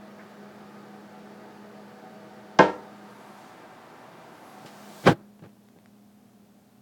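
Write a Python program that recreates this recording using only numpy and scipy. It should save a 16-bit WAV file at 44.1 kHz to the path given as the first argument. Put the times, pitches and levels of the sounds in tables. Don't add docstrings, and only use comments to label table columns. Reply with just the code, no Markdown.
import sys
import numpy as np
from scipy import signal
from scipy.fft import rfft, irfft
from scipy.io import wavfile

SR = 44100
rng = np.random.default_rng(int(sys.argv[2]) if len(sys.argv) > 2 else 0)


def put_to_file(sound):
    columns = np.atleast_2d(sound).T
    safe = np.clip(columns, -1, 1)
    whole_steps = np.round(safe * 32767)
    wavfile.write(sys.argv[1], SR, whole_steps.astype(np.int16))


N = 300673
TIME = np.arange(N) / SR
HZ = np.maximum(np.fft.rfftfreq(N, 1 / SR), 1)
SHUT_S = 5.126

# (frequency [Hz], level [dB], t60 [s])
PIPE_MODES = [(114, -16.5, 0.055), (165, -11.5, 0.08), (327.6, -13, 0.073), (475, -11, .035),
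              (580, -18, .06), (820, -14, 0.071), (990, -25, 0.038), (1540, -11, 0.033),
              (1620, -11.5, 0.032)]


def refill(rush_db=-48.5, walls_db=-3):
    # (frequency [Hz], density [dB])
    beside_spectrum = [(50, -50.5), (80, -28), (115, -7.5), (175, 2), (265, -11), (310, -1.5), (540, -3.5),
                       (700, -8), (1000, -11.5), (1600, -10), (2700, -20.5), (4500, -23), (8000, -35),
                       (12000, -44.5)]
    front_spectrum = [(47, -68), (80, -34.5), (103, -24), (141, -8.5), (163, -2.5), (201, -19.5),
                      (233, 0.5), (264, -4.5), (362, -3.5), (465, -12.5), (754, -0.5), (1330, -10),
                      (1510, -10), (2710, -19), (12000, -41.5), (15600, -70.5), (22000, -120)]
    # (frequency [Hz], width [Hz], lift [dB])
    tank_resonances = [(226.6, 10, 13.5), (303, 60, 6.5), (412, 4.8, 9), (488, 20, 7), (615.4, 12, 11.5),
                       (639.6, 18, 11), (750.5, 18, 12), (860, 41, 7.5), (1245, 17, 12.5), (1500, 120, 1)]
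    # (frequency [Hz], level [dB])
    wall_spectrum = [(300, -13), (900, -3), (2000, -5.5), (17000, -3.5)]
    # (time [s], front share [0-1])
    position = [(2.7, 0.12), (3.4, 0.72), (4.4, 0.63), (4.9, 0.61)]
    front = at_time(position)
    beside_water, front_water = noise(beside_spectrum, tank_resonances), noise(front_spectrum)
    rush = 0
    for share, water in ((1 - front, beside_water), (front, front_water)):
        echoes = reflections(water, wall_spectrum, build_s=0.00099)
        rush = rush + np.sqrt(share) * rms_one(water + from_db(walls_db) * echoes)
    return valve_open() * (from_db(rush_db) * rush + valve_spray())


def valve_spray():
    # (frequency [Hz], density [dB])
    spray_spectrum = [(1200, -13), (2800, -0.5), (4500, 1), (7000, -1.5), (9000, -3.5), (11500, -8),
                      (14500, -5.5), (17000, -5.5)]
    # (time [s], length [s], level [dB])
    flurries = [(3.097, .3, -74), (4.335, .03, -75), (4.478, .04, -68)]
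    sizzle = sum(swell(s, db, 190, 190, hold_s=length_s) for s, length_s, db in flurries)
    sizzle = sizzle * narrow_noise(hz=11100, width_hz=1900)
    spray = swell(SHUT_S, db=-50, rise_db_per_s=23, fall_db_per_s=0) * noise(spray_spectrum)
    surge = swell(s=3.48, db=-61, rise_db_per_s=21, fall_db_per_s=80)
    surge = surge * cut(noise(spray_spectrum), "low", hz=11000, order=1)
    return spray + surge + sizzle


def valve_open(choke_db_per_s=1299):
    return from_db(-choke_db_per_s * np.maximum(TIME - SHUT_S, 0))


def valve_slam(peak_s=5.075, rise_db_per_s=1101):
    # (frequency [Hz], density [dB])
    judder_spectrum = [(20, -27), (50, -28), (85, -10.5), (125, 3.5), (210, -4.5), (340, 2), (420, -9),
                       (640, -4), (820, -12), (1150, -11.5), (1650, -15), (2200, -28), (3000, -58)]
    spit_spectrum = [(1060, -35), (1800, -4), (3510, -8.5), (4440, -12.5), (4740, -16.5), (5110, -16.5),
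                     (7940, -25), (17000, -43)]
    judder = swell(peak_s, -9.5, rise_db_per_s, fall_db_per_s=349.5) * valve_open()
    judder += swell(SHUT_S, -45, rise_db_per_s, fall_db_per_s=120)
    spit = swell(peak_s, -22.5, rise_db_per_s=850, fall_db_per_s=420.5) * valve_open()
    spit += swell(SHUT_S, -62, rise_db_per_s, fall_db_per_s=190)
    return judder * noise(judder_spectrum) + spit * noise(spit_spectrum)


def water_hammer(gain_db=-1):
    # (time [s], strength [dB], contact [ms])
    blows = [(5.0372, -26.5, 0.3), (5.0648, -4, 0.42), (5.0728, -3.5, 0.085), (5.08, 6, 0.66),
             (5.0887, -10.5, 0.34), (5.1007, -11, 1), (5.1168, -8, 0.94), (5.1268, -18, 0.97)]
    return from_db(gain_db) * cut(ring(contacts(blows), PIPE_MODES), "high", hz=80.5, order=4)


def lid(room_db=-2, crack_db=-20):
    # (time [s], strength [dB], contact [ms])
    knocks = [(2.5884, -5, 0.048), (2.5907, 11, 0.39), (2.5985, 0, 0.32), (2.615, -13.5, 0.32),
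              (2.6213, -11, 0.59), (2.661, -17.5, 0.67), (2.6802, -16, 0.32)]
    # (frequency [Hz], level [dB], t60 [s])
    modes = [(88, -43, 0.45), (148.9, -35.5, 0.21), (190.4, -21.5, 0.21), (309.5, -27, 0.42),
             (375.2, -30, 0.262), (410.6, -39.5, 0.29), (459.5, -30.5, 0.38), (502, -27.5, 0.31),
             (532, -32.5, 0.25), (597, -24.5, 0.384), (629, -37, 0.3), (666.4, -26, 0.206),
             (710, -32.5, 0.24), (800, -34.5, 0.339), (869, -16.5, 0.075), (888, -28, 0.18),
             (908, -31, 0.35), (948, -23.5, 0.28), (1046, -16.5, 0.08), (1340, -29.5, 0.313),
             (1361, -31.5, 0.36), (1537, -23, 0.14), (1625, -19.8, 0.11), (1654, -34.5, 0.271),
             (1836, -24.5, 0.246), (2124, -27.5, 0.18), (2250, -28.5, 0.16), (2495, -31.5, 0.182),
             (2779, -26, 0.24), (3168, -22.5, 0.22), (4040, -30.5, 0.14), (4856, -32, 0.19),
             (5200, -33, 0.18), (5720, -35, 0.18)]
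    # (frequency [Hz], density [dB])
    room_spectrum = [(50, -30), (100, -15), (200, -4.5), (400, -1.5), (950, -5.5), (1250, -11),
                     (1700, -14.5), (2400, -12), (3500, -17), (5400, -24.5), (8000, -35.5), (14000, -53.5)]
    crack = snap(knocks[0][0], crack_db, decay_s=0.003) * narrow_noise(hz=4730, width_hz=2560)
    clicks = contacts([(s, db, 0) for s, db, _ in knocks])
    room = reflections(clicks, room_spectrum, build_s=0.003)
    knock = ring(contacts(knocks), modes) + from_db(room_db) * room + crack
    return cut(cut(knock, "high", hz=112, order=4), "low", hz=8200, order=4)


def faint_click():
    return snap(s=0.192, db=-48, decay_s=0.041) * narrow_noise(hz=1510, width_hz=1100)


def plumbing_bumps(gain_db=-3):
    # (time [s], strength [dB], contact [ms])
    bumps = [(4.646, -24, 0.74), (4.661, -36, .3), (5.42, -18.5, 2.6), (5.439, -26, 2), (5.448, -21, 3.2),
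             (5.459, -26, 1.26), (5.76, -30.5, 1.3), (5.77, -30, 2.1)]
    return from_db(gain_db) * cut(ring(contacts(bumps), PIPE_MODES), "high", hz=70.2, order=2)


def ticks(tap_db=20, tail_db=-24):
    # (time [s], level [dB], decay [s], low-pass corner [Hz])
    events = [(4.659, -36.5, 0.031, 2000), (5.393, -38.5, 0.008, 700), (5.423, -36.5, 0.023, 500),
              (5.438, -31.5, 0.023, 500), (5.4608, -40, 0.0012, 1300), (5.4925, -42, 0.001, 1400),
              (5.687, -44, 0.0017, 1600), (5.787, -33, 0.0012, 800), (5.8589, -36.5, 0.001, 1800)]
    out = 0
    for s, db, decay_s, hz in events:
        envelope = snap(s, db, decay_s) + snap(s, db + tail_db, decay_s=0.035)
        scuff = envelope * rng.standard_normal(N)
        tick = scuff + contacts([(s, db + tap_db, 0.3)]) + 1e-18
        tick = cut(cut(tick, "low", hz, order=1), "low", 4 * hz, order=1)
        out = out + cut(tick, "high", hz=276, order=2)
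    return out


def fan(blade_hz=205.5, mains_hum_hz=120, waver_rad=0.12, flutter_db=1.5, air_db=-59.5):
    # (time [s], level [dB])
    tone_levels = [(0, -52), (1.2, -51), (3.15, -53), (3.85, -70), (4.42, -69), (4.7, -53), (5.3, -56),
                   (5.6, -58.5), (6.8, -60.5)]
    # (frequency [Hz], density [dB])
    air_spectrum = [(15, -52), (25, -18), (43, -36.5), (103, -11), (151, -14), (204, -2.5), (228, -8.5),
                    (261, -8.5), (353, -15), (661, -16.5), (737, -15), (917, -22), (2140, -30.5),
                    (10400, -36.5), (17000, -35.5)]
    level_db = at_time(tone_levels) + flutter_db * narrow_noise(hz=2, width_hz=5)
    phase = 2 * np.pi * blade_hz * TIME + waver_rad * narrow_noise(hz=0.86, width_hz=5.4)
    tone = from_db(level_db) * (np.sin(phase) + from_db(-13) * np.sin(2 * phase))
    motor_phase = 2 * np.pi * mains_hum_hz * TIME
    motor = from_db(-70) * np.sin(motor_phase) + from_db(-66) * np.sin(2 * motor_phase)
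    return np.sqrt(2) * (tone + motor) + from_db(air_db) * noise(air_spectrum)


def reflections(x, spectrum, build_s):
    # (frequency [Hz], t60 [s])
    room_t60 = [(120, 0.16), (450, 0.63), (900, 0.46), (1800, 0.45), (4000, 0.12), (9000, 0.6)]
    t, source, response = TIME[:SR], noise(spectrum)[:SR], 0
    edges_hz = np.geomspace(60, 16000, 9)
    for low, high in zip(edges_hz, edges_hz[1:]):
        band = signal.sosfiltfilt(signal.butter(3, [low, high], "band", fs=SR, output="sos"), source)
        response = response + band * from_db(-60 * t / at_hz(room_t60, np.sqrt(low * high)))
    response = response * (1 - np.exp(-t / build_s))
    return signal.fftconvolve(x, response / np.sqrt(np.sum(response ** 2)))[:N]


def contacts(rows):
    force, ms = np.zeros(N), 1000 * TIME[:512]
    for s, db, contact_ms in rows:
        pulse = ms * np.exp(-4 * ms / max(contact_ms, 0.03))
        start = round(s * SR)
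        force[start:start + len(pulse)] += from_db(db) * pulse / pulse.sum()
    return force


def ring(force, modes):
    t = TIME[:SR]
    response = sum((-1) ** k * from_db(db - 60 * t / t60) * np.sin(2 * np.pi * hz * t)
                   for k, (hz, db, t60) in enumerate(modes))
    return signal.fftconvolve(force, response)[:N]


def noise(spectrum, resonances=()):
    db = at_hz(spectrum, HZ)
    for hz, width_hz, lift_db in resonances:
        db = db + lift_db / (1 + (2 * (HZ - hz) / width_hz) ** 2)
    return rms_one(irfft(from_db(db) * rfft(rng.standard_normal(N)), N))


def narrow_noise(hz, width_hz):
    bell = np.exp(-2 * ((HZ - hz) / width_hz) ** 2)
    return rms_one(irfft(bell * rfft(rng.standard_normal(N)), N))


def snap(s, db, decay_s):
    return from_db(db) * (TIME >= s) * np.exp(-np.abs(TIME - s) / decay_s)


def swell(s, db, rise_db_per_s, fall_db_per_s, hold_s=0):
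    before_s, after_s = np.maximum(s - TIME, 0), np.maximum(TIME - s - hold_s, 0)
    return from_db(db - rise_db_per_s * before_s - fall_db_per_s * after_s)


def cut(x, kind, hz, order):
    return signal.sosfilt(signal.butter(order, hz, kind, fs=SR, output="sos"), x)


def at_time(points):
    return np.interp(TIME, *np.transpose(points))


def at_hz(points, hz):
    points_hz, values = np.transpose(points)
    return np.interp(np.log(hz), np.log(points_hz), values)


def from_db(db):
    return 10 ** (np.asarray(db) / 20)


def rms_one(x):
    return x / np.sqrt(np.mean(x ** 2) + 1e-20)


def scene():
    mix = faint_click() + lid() + refill() + valve_slam() + water_hammer() + plumbing_bumps()
    return (mix + ticks() + fan())[None]


def record(dry):
    cutoff_hz = 17200
    return signal.sosfilt(signal.ellip(10, 0.1, 80, cutoff_hz, fs=SR, output="sos"), np.clip(dry, -1, 1))


dry = scene()
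out = record(dry)
put_to_file(out)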